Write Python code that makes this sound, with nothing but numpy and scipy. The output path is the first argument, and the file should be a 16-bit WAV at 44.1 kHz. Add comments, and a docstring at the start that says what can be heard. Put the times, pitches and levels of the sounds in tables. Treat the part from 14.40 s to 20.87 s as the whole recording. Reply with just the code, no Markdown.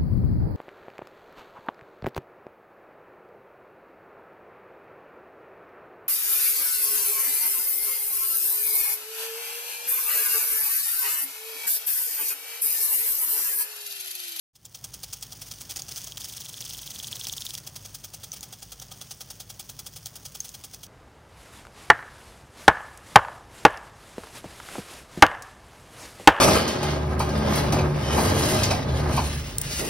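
"""Wet chops of spray, about ten a second, swell in: an impact sprinkler in a ploughed field, a few metres
away, its sprung arm slapping into the jet. It trips into reverse and rattles back, the arm knocking
on its stop about 24 times a second and ringing the plastic head, then steps forward again.
The jet hisses, stray water splashes and ticks, and the soil scatters a short echo.
A far pump drones under a faint wind."""
import sys
import numpy as np
from scipy import signal
from scipy.fft import rfft, irfft, next_fast_len
from scipy.io import wavfile
from scipy.ndimage import uniform_filter1d

SR = 44100
rng = np.random.default_rng(int(sys.argv[2]) if len(sys.argv) > 2 else 0)


def put_to_file(sound):
    """Save the sound as 16-bit audio at rate SR, in the file named by the first command-line argument."""
    columns = np.atleast_2d(sound).T  # one column per channel
    safe = np.clip(columns, -1, 1)
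    whole_steps = np.round(safe * 32767)
    wavfile.write(sys.argv[1], SR, whole_steps.astype(np.int16))


N = 285327

# runs of even swings: first beat/s, last beat/s, count, first lag/s
SWING_RUNS = [(.154, 1.207, 12, 0), (1.299, 1.671, 5, -.005), (3.2495, 5.39, 23, .0175),
              (5.466, 6.432, 11, -.003)]
def swing_times(settle_swings=1.9):
    """The sprung arm beats evenly; after an upset it falls back into step within a few swings."""
    return np.concatenate([np.linspace(first, last, count) + lag * np.exp(-np.arange(count) / settle_swings)
                           for first, last, count, lag in SWING_RUNS])


# scattered spray: f/Hz, density/dB
SPRAY_SPECTRUM = [(300, -18.5), (700, -9), (1300, -12.5), (1900, -14.5), (2500, -8), (3300, -5.5),
                  (4050, -4.5), (4900, 1.5), (6500, 3), (7300, -4.5), (8800, -0.5), (11000, -6),
                  (16000, -6.5)]
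# spoon hitting water: f/Hz, density/dB
SLAP_SPECTRUM = [(200, -33.5), (450, -6), (620, 3.5), (800, 5.5), (1000, -20), (1250, 4), (1900, -14.5),
                 (3300, -1), (6000, -30.5)]
# swing force: t/s, relative spray level/dB, relative slap level/dB
SWING_FORCE = [(.155, -52.5, -70), (.25, -41.5, -62), (.44, -37, -54), (.75, -35.5, -53), (1.4, -38, -53),
               (3.3, -36, -53.5), (4.3, -37, -50), (5.5, -36.5, -52), (6.43, -37, -57.5)]
def forward_swings(thud_db, thud_delay_s, spray_delay_s, churn_db, spray_trim_db=-1):
    """The arm's spoon thuds into the jet, churns and scatters it; the hollow head rings along."""
    spray_vary_db, slap_vary_db = 0.55, 1.16
    hollow_hz, hollow_width_hz, hollow_db = 3320, 240, -16
    times = swing_times()
    wet_times = times + spray_delay_s
    vary_db = rng.standard_normal((len(times), 2)) * [spray_vary_db, slap_vary_db]
    spray_db, slap_db = at_times(SWING_FORCE, times) + vary_db.T
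    spray = water(SPRAY_SPECTRUM, drops_per_s=4000, drop_share=0.65, size_db=5, flutter_db=2)
    spray *= bursts(wet_times, spray_db + spray_trim_db, attack_s=0.002, hold_s=0.01, release_s=0.0035)
    churn = bursts(wet_times, slap_db + churn_db, attack_s=0.0012, hold_s=0.014, release_s=0.012)
    slap = churn * noise(SLAP_SPECTRUM)
    thud = colour(signal.unit_impulse(1024), SLAP_SPECTRUM)
    for at, db in zip(times, slap_db):
        add(slap, at + thud_delay_s, from_db(db + thud_db) * thud / np.abs(thud).max())
    hollow = signal.lfilter(*signal.iirpeak(hollow_hz, hollow_hz / hollow_width_hz, fs=SR), spray + slap)
    return spray + slap + from_db(hollow_db) * np.std(spray) * rms_one(hollow)


# return pace, even between rows: knock number, t/s
RETURN_PACE = [(0, 1.7206), (1, 1.7735), (2, 1.817), (11, 2.1815), (16, 2.391), (31, 3.022), (34, 3.151)]
# return force: t/s, relative knock level/dB, ring f/Hz, brightness/dB, spray level/dB
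RETURN_FORCE = [(1.72, -25.5, 3270, -3, -47), (1.77, -24, 3400, -3, -59), (1.82, -28.5, 3560, -5, -38),
                (2.18, -26.5, 3500, -12, -39.2), (2.4, -24, 3420, -12, -40),
                (2.75, -21.5, 3440, -16, -37.5), (3.06, -20, 3670, -4.5, -36), (3.15, -24.5, 3500, 4, -38)]
# plastic arm and head modes: f/ring f, level/dB, t60/s, share of brightness
HEAD_MODES = [(.9, -20, .011, 0), (.99, -2, .007, 0), (1.14, -8, .005, .2), (1.44, -2, .0035, 1),
              (1.66, -5, .003, 1), (1.88, -5, .003, 1), (2.6, -9, .002, 1), (4.35, -11, .002, 1)]
# a small part radiates little below its first mode: f/Hz, gain/dB
RADIATION = [(1500, -22), (2500, -18), (2750, -10), (3050, 0), (16000, 0)]
def return_run(vary_db, limp_s=0.001, limp_db=0.9, limp_hz=25, spray_lead_s=0.014):
    """On a short stroke the arm cuts the jet, then hits the stop, which rings the head."""
    number = np.arange(RETURN_PACE[-1][0] + 1)
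    limp = (-1) ** number  # every other knock is later, harder and higher
    times = at_times(RETURN_PACE, number)[0] + limp_s * limp
    knock_db, ring_hz, bright_db, spray_db = at_times(RETURN_FORCE, times)
    knock_db += limp_db * limp
    ring_hz += limp_hz * limp
    spray = water(SPRAY_SPECTRUM, drops_per_s=2500, drop_share=0.36, size_db=4.5, flutter_db=2.5)
    spray *= bursts(times - spray_lead_s, spray_db, attack_s=0.0032, hold_s=0.0094, release_s=0.0027)
    knocks = np.zeros(N)
    for at, db, hz, bright in zip(times, knock_db, ring_hz, bright_db):
        for ratio, mode_db, t60_s, share in HEAD_MODES:
            level_db = db + mode_db + share * bright + vary_db * rng.standard_normal()
            add(knocks, at, from_db(level_db) * ring(ratio * hz, t60_s))
    return colour(knocks, RADIATION) + spray


# loudest stray ticks: t/s, peak before trim/dB, f/Hz, t60/s
LOUD_TICKS = [(.7329, -17.5, 8300, .0025), (1.3701, -18.5, 6860, 0.0061), (1.396, -21, 4970, .005),
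              (1.4202, -17.5, 6660, 0.005), (1.4906, -22.5, 5700, .0068), (1.523, -19.5, 5250, 0.007),
              (1.5605, -17.5, 5000, 0.0056), (1.5795, -18.5, 6700, 0.0026), (1.617, -22, 6230, 0.0034),
              (1.644, -20.5, 6700, .005), (1.8445, -24, 5030, .007), (2.2064, -20, 5870, 0.0043),
              (2.87, -18, 5240, 0.0058), (2.927, -18, 6500, 0.0085), (3.1783, -22, 5730, 0.0041),
              (3.9186, -19.5, 6100, .014), (4.0086, -24, 6600, .0079), (4.3998, -20.5, 6030, 0.0037),
              (6.0038, -16, 6400, 0.018), (6.0918, -21, 6540, .0048)]
def ticks(lesser_rows, crack_db, crack_t60_s, trim_db=-1):
    """Each tick, loud or lesser, is a tiny crack and a brief ring."""
    out = np.zeros(N)
    for at, db, hz, t60_s in list(LOUD_TICKS) + lesser_rows:
        tone = ring(hz, t60_s)
        t = np.arange(len(tone)) / SR
        crack = noise(SPRAY_SPECTRUM, len(t)) * from_db(-60 * t / crack_t60_s)
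        tick = tone + from_db(crack_db) * crack
        add(out, at, from_db(db + trim_db) * tick / np.abs(tick).max())
    return out


def lesser_ticks(times, levels_db, centre_hz=5950, spread_octaves=0.23, t60_s=0.0063):
    """Tick rows with one decay time and scattered pitches."""
    pitches_hz = centre_hz * 2 ** (spread_octaves * rng.standard_normal(len(times)))
    return [(at, db, hz, t60_s) for at, db, hz in zip(times, levels_db, pitches_hz)]


# arm ticks, strongest early on: t/s, relative peak/dB
ARM_TICK_LEVEL = [(.155, -51), (.25, -27), (.54, -20), (.75, -23), (1.02, -24.5), (1.2, -28), (3.3, -39)]
def arm_ticks(delay_s=0.004):
    """The arm ticks as it swings in; returns tick rows."""
    times = swing_times()
    return lesser_ticks(times + delay_s, at_times(ARM_TICK_LEVEL, times)[0])


def stray_drops(count, start_s=0.462, over_jet_db=14, vary_db=1):
    """Drops land at random, their level following the jet; returns tick rows."""
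    times = rng.uniform(start_s, N / SR, count)
    levels_db = at_times(JET_LEVEL, times)[0] + over_jet_db + vary_db * rng.standard_normal(count)
    return lesser_ticks(times, levels_db)


# stray gushes: t/s, length/s, level before trim/dB
SPLASHES = [(1.063, 0.029, -46.5), (1.137, 0.0083, -46.5), (1.307, 0.019, -36), (1.359, .023, -36.5),
            (1.51, 0.012, -38.5), (1.562, 0.016, -37.5), (1.77, 0.0108, -35.5), (2.204, .0092, -38),
            (2.868, 0.0075, -32.5), (3.173, .016, -39.5), (3.958, 0.028, -45.5), (4.396, 0.0065, -48),
            (6, 0.016, -56)]
def splashes(edge_s, splat_db, trim_db=1):
    """Coarse gushes thrown off the sprinkler, each with a dull splat under it."""
    gate = np.zeros(N)
    for at, length_s, db in SPLASHES:
        add(gate, at, np.full(round(length_s * SR), from_db(db + trim_db)))
    gate = uniform_filter1d(gate, round(edge_s * SR))
    splat = from_db(splat_db) * noise(SLAP_SPECTRUM)
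    gush = water(HISS_SPECTRUM, drops_per_s=2500, drop_share=0.58, size_db=9, flutter_db=2.5)
    return gate * (gush + splat)


# hiss of jet and gushes: f/Hz, density/dB
HISS_SPECTRUM = [(400, -9.5), (1200, -9.5), (2300, -7.5), (3300, 2), (3900, -4), (4900, 3), (6500, 4.5),
                 (7300, -4.5), (8900, 0.5), (11000, -7), (16000, -4.5)]
# unbroken jet: t/s, level before trim/dB
JET_LEVEL = [(.4, -53.5), (1.05, -49.5), (1.48, -47.5), (1.62, -40), (1.73, -49.5), (1.85, -43),
             (2.1, -48.5), (2.3, -42.5), (2.6, -47), (3.13, -45.5), (3.23, -52), (5.9, -53), (6.06, -48.5),
             (6.25, -53.5)]
def jet(trim_db=-0.5, waver_db=1):
    """The free jet hisses and its drops patter on the soil."""
    hiss = water(HISS_SPECTRUM, drops_per_s=900, drop_share=0.27, size_db=6, flutter_db=2)
    level_db = at_times(JET_LEVEL, np.arange(N) / SR)[0]
    return from_db(level_db + trim_db + waver_db * drift(21)) * hiss


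# wind rumble: f/Hz, density/dB
WIND_SPECTRUM = [(15, -48), (35, -14), (70, -2.5), (130, 1.5), (200, -6), (300, -13.5), (700, -16.5),
                 (1000, -18.5), (2000, -23.5), (5000, -39)]
def wind(level_db, gust_db):
    """Faint wind rumbles in soft gusts."""
    return from_db(level_db + gust_db * drift(3.8)) * noise(WIND_SPECTRUM)


# pump lines: f/Hz, rms before trim/dB, waver/Hz
PUMP_LINES = [(50.3, -66, 0.33), (52.2, -60.5, 0.47), (100.4, -59.5, 0.76), (117.6, -61.5, 2.58),
              (142, -66.5, 2.98)]
def pump(trim_db=-2.5, waver_db=1.8):
    """A far pump drones in low lines that waver in pitch and level."""
    out = np.zeros(N)
    for hz, db, waver_hz in PUMP_LINES:
        phase = 2 * np.pi * np.cumsum(hz + waver_hz * drift(3)) / SR
        out += np.sqrt(2) * from_db(db + trim_db + waver_db * drift(2.7)) * np.sin(phase)
    return out


def diffuse_echo(x, level_db, t60_s, delay_s):
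    """A short diffuse echo: a scatter of fine reflections that dies away quickly."""
    t = np.arange(SR // 10) / SR
    echo = rng.standard_normal(len(t)) * from_db(-60 * t / t60_s) * (t > delay_s)
    return from_db(level_db) * signal.fftconvolve(x, echo / np.linalg.norm(echo))[:N]


def water(spectrum, drops_per_s, drop_share, size_db, flutter_db, patchy_db=1.5):
    """Water tearing apart: fine mist plus droplets of uneven size; rms 1."""
    sizes = from_db(size_db * np.minimum(rng.exponential(1, N), 3)) * rng.choice([-1, 1], N)
    droplets = rms_one(sizes * (rng.random(N) < drops_per_s / SR))
    spray = np.sqrt(drop_share) * droplets + np.sqrt(1 - drop_share) * rng.standard_normal(N)
    # the mix of drop sizes keeps changing, so the bands swell and sink separately
    edges_hz = np.geomspace(2000, 16000, 8)
    out = spray.copy()
    for low, high in zip(edges_hz, edges_hz[1:]):
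        band = signal.sosfilt(signal.butter(1, [low, high], "band", fs=SR, output="sos"), spray)
        out += band * (from_db(patchy_db * drift(115)) - 1)
    return rms_one(colour(out * from_db(flutter_db * drift(170)), spectrum))


def bursts(times, levels_db, attack_s, hold_s, release_s, mist_db=-13, mist_s=0.016):
    """Envelope of spray bursts: swell, hold, then a release with mist hanging on."""
    lead_s, mist = 0.03, from_db(mist_db)
    t = np.arange(-lead_s, 2 * lead_s, 1 / SR)
    after_s = np.maximum(t - hold_s, 0)
    swell = np.exp(np.minimum(t, 0) / attack_s)
    release = (1 - mist) * np.exp(-after_s / release_s) + mist * np.exp(-after_s / mist_s)
    out = np.zeros(N)
    for at, db in zip(times, levels_db):
        add(out, at - lead_s, from_db(db) * swell * release)
    return out


def ring(hz, t60_s):
    """A struck mode, 30 ms long."""
    t = np.arange(round(0.03 * SR)) / SR
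    return np.sin(2 * np.pi * hz * t) * from_db(-60 * t / t60_s)


def drift(rate_hz):
    """Smooth random curve, rms 1, changing at about rate_hz."""
    hop, warm_up = 40, 2000
    pole = np.exp(-2 * np.pi * hop * rate_hz / SR)
    white = rng.standard_normal(N // hop + warm_up + 2)
    slow = signal.lfilter([1], [1, -2 * pole, pole * pole], white)[warm_up:]
    return np.interp(np.arange(N) / hop, np.arange(len(slow)), rms_one(slow))


def colour(x, spectrum):
    """Minimum-phase filter from rows of f/Hz, gain/dB."""
    size = 2 * next_fast_len(len(x))
    hz, db = np.transpose(spectrum)
    bins_hz = np.arange(size // 2 + 1) * SR / size
    log_gain = np.log(from_db(np.interp(np.log(bins_hz + 1), np.log(hz), db)))
    cepstrum = irfft(log_gain)[:size // 2]
    cepstrum[1:] *= 2
    return irfft(rfft(x, size) * np.exp(rfft(cepstrum, size)))[:len(x)]


def noise(spectrum, samples=N):
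    """Coloured noise, rms 1."""
    return rms_one(colour(rng.standard_normal(samples), spectrum))


def high_pass(x, hz, order):
    return signal.sosfilt(signal.butter(order, hz, "high", fs=SR, output="sos"), x)


def at_times(rows, times):
    """Interpolate each later column along the first."""
    knots, *columns = np.transpose(rows)
    return [np.interp(times, knots, column) for column in columns]


def add(out, at_s, sound):
    """Mix a short sound in."""
    start = max(round(at_s * SR), 0)
    part = out[start:start + len(sound)]
    part += sound[:len(part)]


def from_db(db):
    return 10 ** (np.asarray(db) / 20)


def rms_one(x):
    return x / np.sqrt(np.mean(x ** 2) + 1e-20)


def scene():
    """The sprinkler over jet, wind and pump, which fade in; mono but for the treble of the gushes."""
    fade_start_s, fade_s, fade_power = 0.132, 0.33, 0.81
    gushes = splashes(edge_s=0.0011, splat_db=-23)
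    ticking = ticks(arm_ticks() + stray_drops(count=50), crack_db=-7.5, crack_t60_s=0.0058)
    ticking = high_pass(ticking, hz=3160, order=2)
    chops = forward_swings(thud_db=13, thud_delay_s=0.003, spray_delay_s=0.00074, churn_db=-8)
    sprinkler = chops + return_run(vary_db=2) + ticking + gushes
    fade = np.clip((np.arange(N) / SR - fade_start_s) / fade_s, 0, 1) ** fade_power
    background = fade * (jet() + wind(level_db=-54, gust_db=1.2) + pump())
    mid = sprinkler + diffuse_echo(sprinkler, level_db=-9.5, t60_s=0.038, delay_s=0.0018) + background
    gush_echo = diffuse_echo(gushes, level_db=-12, t60_s=0.006, delay_s=0.0005)
    side = high_pass(gush_echo, hz=5300, order=12)
    return np.array([mid + side, mid - side])


# microphone response, a dip and a peak in the top octave: f/Hz, gain/dB
MICROPHONE = [(10000, 0.5), (12700, 1), (13700, -4), (14200, -2.5), (14700, 7.5), (15700, 4.5)]
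def record(dry):
    """Microphone colour, then a steep top cut."""
    cutoff_hz = 15900
    top_cut = signal.ellip(12, 0.1, 80, cutoff_hz, fs=SR, output="sos")
    return signal.sosfilt(top_cut, [colour(channel, MICROPHONE) for channel in dry])


dry = scene()
out = record(dry)
put_to_file(out)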